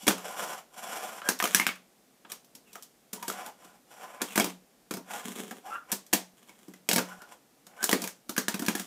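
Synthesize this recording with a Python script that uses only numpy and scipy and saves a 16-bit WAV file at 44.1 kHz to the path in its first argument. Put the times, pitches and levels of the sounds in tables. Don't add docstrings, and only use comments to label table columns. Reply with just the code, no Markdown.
import sys
import numpy as np
from scipy import signal
from scipy.fft import rfft, irfft, next_fast_len
from scipy.io import wavfile
from scipy.ndimage import map_coordinates

SR = 44100
rng = np.random.default_rng(int(sys.argv[2]) if len(sys.argv) > 2 else 0)


def wav_record(signal):
    frames = np.transpose(np.atleast_2d(signal))
    bounded = np.clip(frames, -1, 1)
    quanta = np.round(bounded * 32767).astype(np.int16)
    wavfile.write(sys.argv[1], SR, quanta)


N = 390726
TIME = np.arange(N) / SR


def from_db(db):
    return 10 ** (np.asarray(db) / 20)


def rms(x):
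    return np.sqrt(np.mean(x ** 2) + 1e-20)


def at_hz(points, hz, column=1):
    points = np.array(points)
    return np.interp(np.log(hz + 1e-3), np.log(points[:, 0]), points[:, column])


def band(x, low_hz, high_hz, order=2):
    sections = signal.butter(order, [low_hz, min(high_hz, .48 * SR)], "band", fs=SR, output="sos")
    return signal.sosfilt(sections, x + 1e-18)


def coloured(x, spectrum):
    size = next_fast_len(N + 4096)
    gain = from_db(at_hz(spectrum, np.fft.rfftfreq(size, 1 / SR)))
    return irfft(rfft(x, size) * gain, size)[:N]


def envelope(strokes, column, swell_db, attack_s, release_s):
    gain = np.zeros(N)
    for row in strokes:
        start, rise_s, fall_s = row[:3]
        corners = start - attack_s + np.cumsum([0, attack_s, rise_s, fall_s, release_s])
        shape_db = np.interp(TIME, corners, [-60, -swell_db, 0, -swell_db, -60], left=-200, right=-200)
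        gain += from_db(row[column] + shape_db)
    return gain


def drift(steps_per_s):
    return map_coordinates(rng.standard_normal(8000), [TIME * steps_per_s], order=3, mode="wrap")


def ring(x, notes):
    out = 0
    for hz, db, fade_s in notes:
        keep, turn = from_db(-60 / (fade_s * SR)), 2 * np.pi * hz / SR
        feedback = [1, -2 * keep * np.cos(turn), keep * keep]
        out = out + from_db(db) * signal.lfilter([1, 0, -1], feedback, x + 1e-18)
    return out


def fading(power, fade_s):
    keep = from_db(-120 / (fade_s * SR))
    return signal.lfilter([1 - keep], [1, -keep], power + 1e-18)


def friction(grains_per_s, size_db, flutter_db):
    sizes = from_db(size_db * np.minimum(rng.exponential(1, N), 4)) * rng.standard_normal(N)
    met = rng.random(N) < grains_per_s / SR
    grains = sizes * met * from_db(flutter_db * drift(70))
    return grains / rms(grains)


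# pitch_hz, gain_db
HUSH_COLOUR = [(15, -62.5), (25, -40), (48, -20.5), (91, -34), (133, -13.5), (173, -11.5), (253, -6.5),
               (289, -9), (495, -12), (703, -14.5), (804, -14.5), (919, -21), (4500, -22), (13200, -24),
               (15500, -31.5)]


def room_hush(level_db=-62.5):
    hush = coloured(rng.standard_normal(N), HUSH_COLOUR)
    return from_db(level_db) * hush / rms(hush)


# pitch_hz, gain_db, fade_s
ROOM_ECHO = [(200, -14.5, 0.12), (350, -3.5, 0.23), (695, -5.5, 0.28), (1796, -7.5, 0.24), (5000, -3, .25),
             (12990, -8.5, 0.2)]


def wall_echoes(x, build_s=0.011, bands=15):
    out, edges = 0, np.geomspace(180, 17000, bands + 1)
    noise = rng.standard_normal((2, N))
    for k, (low, high) in enumerate(zip(edges, edges[1:])):
        hz = np.sqrt(low * high)
        arriving = fading(band(x, low, high) ** 2, build_s)
        stored = fading(arriving, at_hz(ROOM_ECHO, hz, column=2))
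        echoes = band(noise[k % 2], low, high)
        out = out + from_db(at_hz(ROOM_ECHO, hz)) * np.sqrt(stored) * echoes / rms(echoes)
    return out


# pitch_hz, gain_db
NEAR_COLOUR = [(100, -24), (200, -12.5), (400, -2), (900, -5), (2000, -8), (5000, -6.5), (14000, -3)]


def near_echoes(x, fade_s=0.13, build_s=0.0013):
    t = np.arange(SR // 3) / SR
    echoes = rng.standard_normal(len(t)) * from_db(-60 * t / fade_s) * (1 - np.exp(-(t / build_s) ** 2))
    return coloured(signal.oaconvolve(x, echoes / np.linalg.norm(echoes))[:N], NEAR_COLOUR)


# start_s, length_s, start_pitch_hz, glide_hz_per_s, level_db
SQUEAKS = [(1.226, 0.1, 1530, 2191.5, -36.5), (2.651, 0.079, 2820, -3500, -58.5),
           (3.165, 0.035, 977, -800, -45), (3.211, 0.052, 977, -400, -43), (3.451, 0.051, 805, 1800, -41.5),
           (4.265, 0.13, 2930, -6000, -49), (5.091, .1, 875, -600, -41.5), (5.635, 0.096, 760, 1288, -39.5),
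           (5.7, 0.093, 1288, 1650, -29), (5.747, 0.12, 1366, 153, -51), (7.062, 0.12, 1455, 102, -47),
           (7.162, 0.13, 1423, 0, -51), (7.782, 0.087, 1504, 1198, -37)]


def squeaks(waver=0.036, steady_db=-33, flutter_db=2.5, octave_db=-17, rasp_db=-8):
    out, wobble = np.zeros(N), waver * drift(260)
    rasp = band(rng.standard_normal(N), 30, 260)
    for start, length_s, hz, glide, db in SQUEAKS:
        on = (TIME > start) & (TIME < start + length_s)
        age = TIME[on] - start
        steadiness = 1 + from_db(db - steady_db)
        pitch_hz = (hz + glide * age) * (1 + wobble[on] / steadiness)
        phase = 2 * np.pi * np.cumsum(pitch_hz) / SR
        swell = np.abs(np.sin(np.pi * age / length_s)) ** 1.5
        out[on] += from_db(db) * swell * (np.sin(phase) + from_db(octave_db) * np.sin(2 * phase))
    return out * from_db(flutter_db * drift(100)) * (1 + from_db(rasp_db) * rasp / rms(rasp))


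# start_s, press_s, ease_s, drone_gain_db, scratch_level_db
SCRAPES = [(1.5, 0.035, .1, -61, -37.5), (2.295, 0.013, 0.025, -64, -46.5), (2.68, 0.053, .12, -68, -59.5),
           (3.14, .02, 0.058, -53.5, -51.5), (3.22, 0.012, 0.022, -52, -46),
           (3.285, 0.008, 0.031, -46, -40.5), (4.25, 0.032, 0.21, -52, -43),
           (5.096, 0.011, 0.083, -59, -39.5), (5.255, 0.033, 0.078, -34.5, -38),
           (5.38, 0.025, 0.17, -40, -49), (6.38, 0.054, 0.34, -62, -61), (7.815, .008, .012, -62, -36.5),
           (7.85, .09, 0.16, -66, -44), (8.53, 0.14, 0.12, -46, -46.5), (8.77, 0.026, 0.046, -46, -41.5)]
# pitch_hz, gain_db
SCRAPE_COLOUR = [(59, -63), (100, -27), (192, 15), (258, 9), (355, -26), (429, -7.5), (843, -17.5),
                 (2750, -20), (3320, -15), (4560, -32), (6950, -20), (15500, -27.5)]


def scraping():
    slips = friction(grains_per_s=5000, size_db=6.0, flutter_db=3.5)
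    drone = band(ring(slips, TABLE_NOTES + PANEL_NOTES), 220, 330)
    scratch = band(coloured(slips, SCRAPE_COLOUR), 920, 15000)
    stroke = dict(swell_db=6, attack_s=.07, release_s=0.15)
    return (from_db(-7) * envelope(SCRAPES, column=3, **stroke) * drone / rms(drone)
            + envelope(SCRAPES, column=4, **stroke) * scratch / rms(scratch))


# pitch_hz, gain_db, fade_s
WHIRR_NOTES = [(3430, -2, 0.019), (5910, 3, 0.004), (7640, -3.5, .004)]


def whirr(bumps, gain_db):
    sound = band(ring(bumps, WHIRR_NOTES), 2800, 9000)
    return from_db(gain_db) * sound / rms(sound)


# start_s, speed_up_s, coast_s, rumble_gain_db, hiss_gain_db
PUSHES = [(0.0, 0.014, 0.065, -51, -50.5), (0.16, 0.024, 0.15, -44, -53), (0.256, .15, .18, -37, -46),
          (0.745, .05, 0.035, -45.5, -52), (0.84, 0.084, 0.25, -36, -44.5), (1.245, .035, .006, -37.5, -47),
          (3.33, .045, 0.12, -42, -54), (3.59, 0.052, .12, -54.5, -63.5), (3.89, 0.038, 0.094, -53, -60),
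          (3.99, 0.051, 0.12, -46, -58.5), (4.202, 0.0094, 0.0073, -35.5, -56),
          (5.095, 0.013, 0.13, -39, -52), (5.65, 0.013, 0.096, -45, -55), (5.89, 0.017, 0.011, -39, -53.5),
          (7.05, 0.07, 0.11, -49, -58.5), (7.315, .008, 0.0083, -46, -55), (7.69, 0.17, .01, -51, -64)]
# pitch_hz, gain_db
ROLL_COLOUR = [(88, -21.5), (150, -13), (197, -3.5), (404, -13.5), (509, -3), (607, -1.5), (827, 5),
               (930, -5), (1370, -0.5), (2020, -4), (2920, -3.5), (4390, -21.5), (7560, -21),
               (13500, -26.5), (15500, -36)]
# pitch_hz, gain_db, fade_s
WHEEL_NOTES = [(536, 1.5, 0.024), (800, -13, 0.04), (1020, -1, 0.078), (1430, -1, 0.06), (2310, 0.5, 0.058),
               (2910, -5, 0.022), (3565, 4.5, 0.017), (5480, -4, 0.01), (7360, 3, 0.01)]


def rolling():
    bumps = friction(grains_per_s=5400, size_db=1.5, flutter_db=3.2)
    hollow = ring(bumps, WHEEL_NOTES)
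    sound = coloured(bumps + from_db(-13) * hollow / rms(hollow), ROLL_COLOUR)
    rumble, hiss = band(sound, 150, 2570), band(sound, 5700, 15000)
    singing_hiss = hiss / rms(hiss) + whirr(bumps, gain_db=-8.5)
    push = dict(swell_db=8.5, attack_s=0.13, release_s=0.12)
    return (from_db(-0.5) * envelope(PUSHES, column=3, **push) * rumble / rms(rumble)
            + from_db(5.5) * envelope(PUSHES, column=4, **push) * singing_hiss)


def rattling(graze_db=-30, graze_s=.008, rattle_db=-14.5, rattle_s=0.014):
    gain, age = np.zeros(N + SR), np.arange(-SR // 20, SR // 5) / SR
    graze = from_db(graze_db) * np.exp(age / graze_s)
    rattle = from_db(rattle_db) * np.exp(-age / rattle_s)
    shape = np.where(age < 0, graze, rattle)
    for start_s, strength_db, _, metal_db, _ in HITS:
        start = max(int((start_s + age[0]) * SR), 0)
        gain[start:start + len(age)] += from_db(strength_db + .45 * metal_db) * shape
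    grains = band(friction(grains_per_s=2800, size_db=9.0, flutter_db=5.0), 500, 14000, order=1)
    return gain[:N] * grains / rms(grains)


def strike(levels_db, notes_per_hit, band_hz, stretch, drag, chatter_db, ring_db):
    t, attack = np.arange(int(.2 * SR)) / SR, slice(0, SR // 100)
    out = np.zeros(N + len(t))
    firm_db, usual_weight_db = -28.5, -12
    for (start_s, strength_db, weight_db, *_), db, notes in zip(HITS, levels_db, notes_per_hit):
        lightness = min((firm_db - strength_db) / 9, 1.5)
        press = np.clip(weight_db - usual_weight_db, -12, 12) / 20
        contact_s = 0.0021 * stretch * 2 ** (drag * lightness + press)
        build = 1 - np.exp(-(t / contact_s * 4) ** 2)
        force = from_db(chatter_db) * rng.standard_normal(len(t)) * np.exp(-t / contact_s) * build
        force[0] += rng.choice([-1, 1]) / (1 + (contact_s / .003) ** 2)
        crack = band(force, *band_hz)
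        body = ring(crack, [(hz, gain + rng.normal(0, 5.2), fade_s) for hz, gain, fade_s in notes])
        hit = crack / rms(crack[attack]) + from_db(ring_db) * body / rms(body[attack])
        start = int(start_s * SR)
        out[start:start + len(t)] += from_db(db) * hit / rms(hit[attack])
    return out[:N]


# pitch_hz, gain_db, fade_s
TABLE_NOTES = [(144, -20.5, 0.24), (183, -6, 0.52), (196, -2, 0.17), (220, -5.5, 0.1), (251, 0.5, 0.14),
               (272.3, -9.5, 0.2), (303, -13.5, 0.066)]
# pitch_hz, gain_db, fade_s
PANEL_NOTES = [(400, -2.5, 0.061), (433.2, 8, 0.093), (508, 10, 0.11), (543.6, 2, 0.057), (670, -1, 0.011),
               (683, 8.5, .1), (807, 4, 0.11), (922, 5.5, 0.15), (998, 0, 0.066)]
# pitch_hz, gain_db, fade_s
DECK_NOTES = [(1246, -11.5, 0.04), (1374, -17.5, 0.023), (1616, -1.5, 0.019), (1760, -3, 0.015),
              (2200, -11.5, 0.028), (2398, -7, 0.056), (3010, -9.5, .04), (3280, -8.5, 0.092)]
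# pitch_hz, gain_db, fade_s
TRUCK_NOTES = [(3760, -1, 0.021), (4390, -17, .012), (5100, -5, 0.027), (5610, 10, .018), (5820, 3, 0.013),
               (6960, 12, 0.0042)]
# start_s, end_s, knock_gain_db
ON_BOX = [(1.5, 1.8, -11), (8.25, 8.86, -5.5)]
# start_s, strength_db, weight_db, metal_db, bend_pitch_hz
HITS = [(0.03, -58, 6, 7, 2330), (0.0676, -31, -2, 2, 2360), (0.0791, -18, -9, -1.5, 3260),
        (0.0842, -23, -5.5, -1.5, 1420), (0.1076, -28.5, -4.5, -6, 1550), (0.181, -40, -20, -5, 1280),
        (0.379, -65, -12, 5, 2330), (1.2179, -36.5, -35, -21, 1400), (1.2883, -24.5, -9, 3.5, 1610),
        (1.3882, -59, 0, 20.5, 2240), (1.4012, -23.5, -35, -10.5, 1770), (1.425, -27.5, -16, -3, 1280),
        (1.44, -25, -12, -2.5, 3070), (1.4547, -26, -24, -5, 1230), (1.474, -34.5, -18, -0.5, 1790),
        (1.547, -18.5, -16.5, 3, 1650), (1.5984, -18.5, -19.5, -11, 2110), (1.616, -32, -17, -14.5, 2240),
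        (1.6667, -20, -20.5, -6.5, 1660), (1.6902, -27.5, -16.5, -28.5, 2250), (1.755, -57, -15, 2, 1650),
        (2.2493, -47, -16, -24.5, 1240), (2.3182, -41.5, -17, 6, 2280), (2.445, -67, -13, 9, 3200),
        (2.55, -65, 5.5, 19.5, 2210), (2.7297, -62, -4, 13.5, 2400), (2.7549, -40, -20, -6, 1250),
        (2.824, -60.5, -21.5, 15, 3190), (2.8296, -64, -11, 17, 3190), (3.1299, -48.5, 3.5, 15, 1240),
        (3.2259, -43.5, -14, 3, 2270), (3.2798, -38, -4, 7, 3200), (3.2996, -30.5, -17, -6, 1400),
        (3.4615, -48, -7, 6, 1320), (3.647, -66, 6, 11.5, 1350), (4.217, -30.5, -8, 3, 1410),
        (4.3572, -30, -9.5, 2, 2110), (4.377, -22.5, -5, -1.5, 1700), (4.398, -22, -5, -2, 2260),
        (4.4061, -27, -9.5, -16, 3330), (4.4422, -33.5, -3, 4.5, 2380), (4.4599, -44, 1.5, 0.5, 3150),
        (4.909, -35.5, -2, -0.5, 1330), (4.9371, -44.5, 0.5, 8, 2200), (4.9683, -44.5, -3, 1, 1380),
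        (5.509, -40.5, -6, -3.5, 1240), (5.9174, -38.5, -20, 12.5, 1860), (5.9231, -37, -2.5, 10, 1750),
        (6.064, -71, -7, 18.5, 3200), (6.1296, -27.5, -8.5, 3, 1960), (6.134, -22.5, -10.5, 3.5, 2780),
        (6.139, -29.5, -3, -4, 2940), (6.492, -50.5, -12, -6, 2220), (6.6806, -63.5, 16.5, 7, 1660),
        (6.7365, -50, -13, -3.5, 2030), (6.8891, -25, -12.5, 2.5, 2520), (6.9132, -24, -17, -1, 2830),
        (6.93, -34, -2, 11, 1630), (6.96, -26, -4, 3.5, 2320), (6.9814, -25.5, -6.5, -2.5, 1220),
        (6.989, -27.5, -7, -8, 1440), (7.218, -48, -12, -3.5, 1420), (7.6665, -56, -10, 6, 1390),
        (7.828, -37.5, -8, 7, 1430), (7.8406, -30.5, -19, 9, 1570), (7.8924, -23.5, -14, -5, 3030),
        (7.913, -29.5, -18, 3, 1960), (7.929, -20, -4.5, -4.5, 1900), (8.018, -45, 2.5, 12, 1420),
        (8.0394, -36, -9, 3, 2430), (8.0749, -39, -33, 4.5, 1640), (8.2927, -37.5, -1, 4.5, 1400),
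        (8.365, -32, -32, -5, 1530), (8.379, -24.5, -6.5, 0.5, 1640), (8.4823, -25, -10.5, -1, 1680),
        (8.5418, -33.5, -1.5, -1, 2520), (8.5927, -39.5, -0.5, 4.5, 1800), (8.6207, -38.5, 7, 0, 1410),
        (8.6829, -24, -3.5, -2.5, 2280), (8.751, -31.5, -3, 0, 1420), (8.6625, -42, -14, 9, 1720),
        (8.7958, -37.5, -2.5, 4, 1430)]


def clatter(bend_db=14, bend_fade_s=0.02):
    start_s, strength_db, weight_db, metal_db, bend_hz = np.transpose(HITS)
    box_db = sum(db * ((start_s > start) & (start_s < end)) for start, end, db in ON_BOX)
    decks = [DECK_NOTES + [(hz, bend_db, bend_fade_s)] for hz in bend_hz]
    boom = strike(strength_db + weight_db, [TABLE_NOTES] * len(HITS), band_hz=(180, 330),
                  stretch=0.82, drag=0.78, chatter_db=-20.5, ring_db=1)
    knock = strike(strength_db + .35 * weight_db + box_db, [PANEL_NOTES] * len(HITS),
                   band_hz=(290, 1150), stretch=1.5, drag=0.87, chatter_db=-11, ring_db=-2.5)
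    clack = strike(strength_db, decks, band_hz=(1150, 3400),
                   stretch=0.93, drag=.7, chatter_db=-15.5, ring_db=4.5)
    tick = strike(strength_db + metal_db, [TRUCK_NOTES] * len(HITS), band_hz=(3000, 13900),
                  stretch=1.29, drag=0.19, chatter_db=-6.5, ring_db=-15)
    return from_db(2.5) * boom + from_db(-3.5) * knock + from_db(-2.77) * clack + from_db(0.03) * tick


def scene():
    hush = room_hush()
    noises = clatter() + rattling() + rolling() + scraping()
    tones = squeaks()
    direct = noises + tones
    echoes = near_echoes(direct) + wall_echoes(noises + from_db(-12) * tones)
    return (direct + echoes + hush)[None]


# pitch_hz, gain_db
MIC_COLOUR = [(60, 3.5), (150, 1), (400, -1), (1000, 1), (2000, -1.5), (2700, -2.5), (4200, -3.5),
              (5500, -2.5), (8000, -2), (11000, -3), (15000, -1.5)]


def record(dry, cutoff_hz=15500):
    top_cut = signal.ellip(10, .2, 80, cutoff_hz, fs=SR, output="sos")
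    return signal.sosfilt(top_cut, coloured(dry[0], MIC_COLOUR))[None]


dry = scene()
out = record(dry)
wav_record(out)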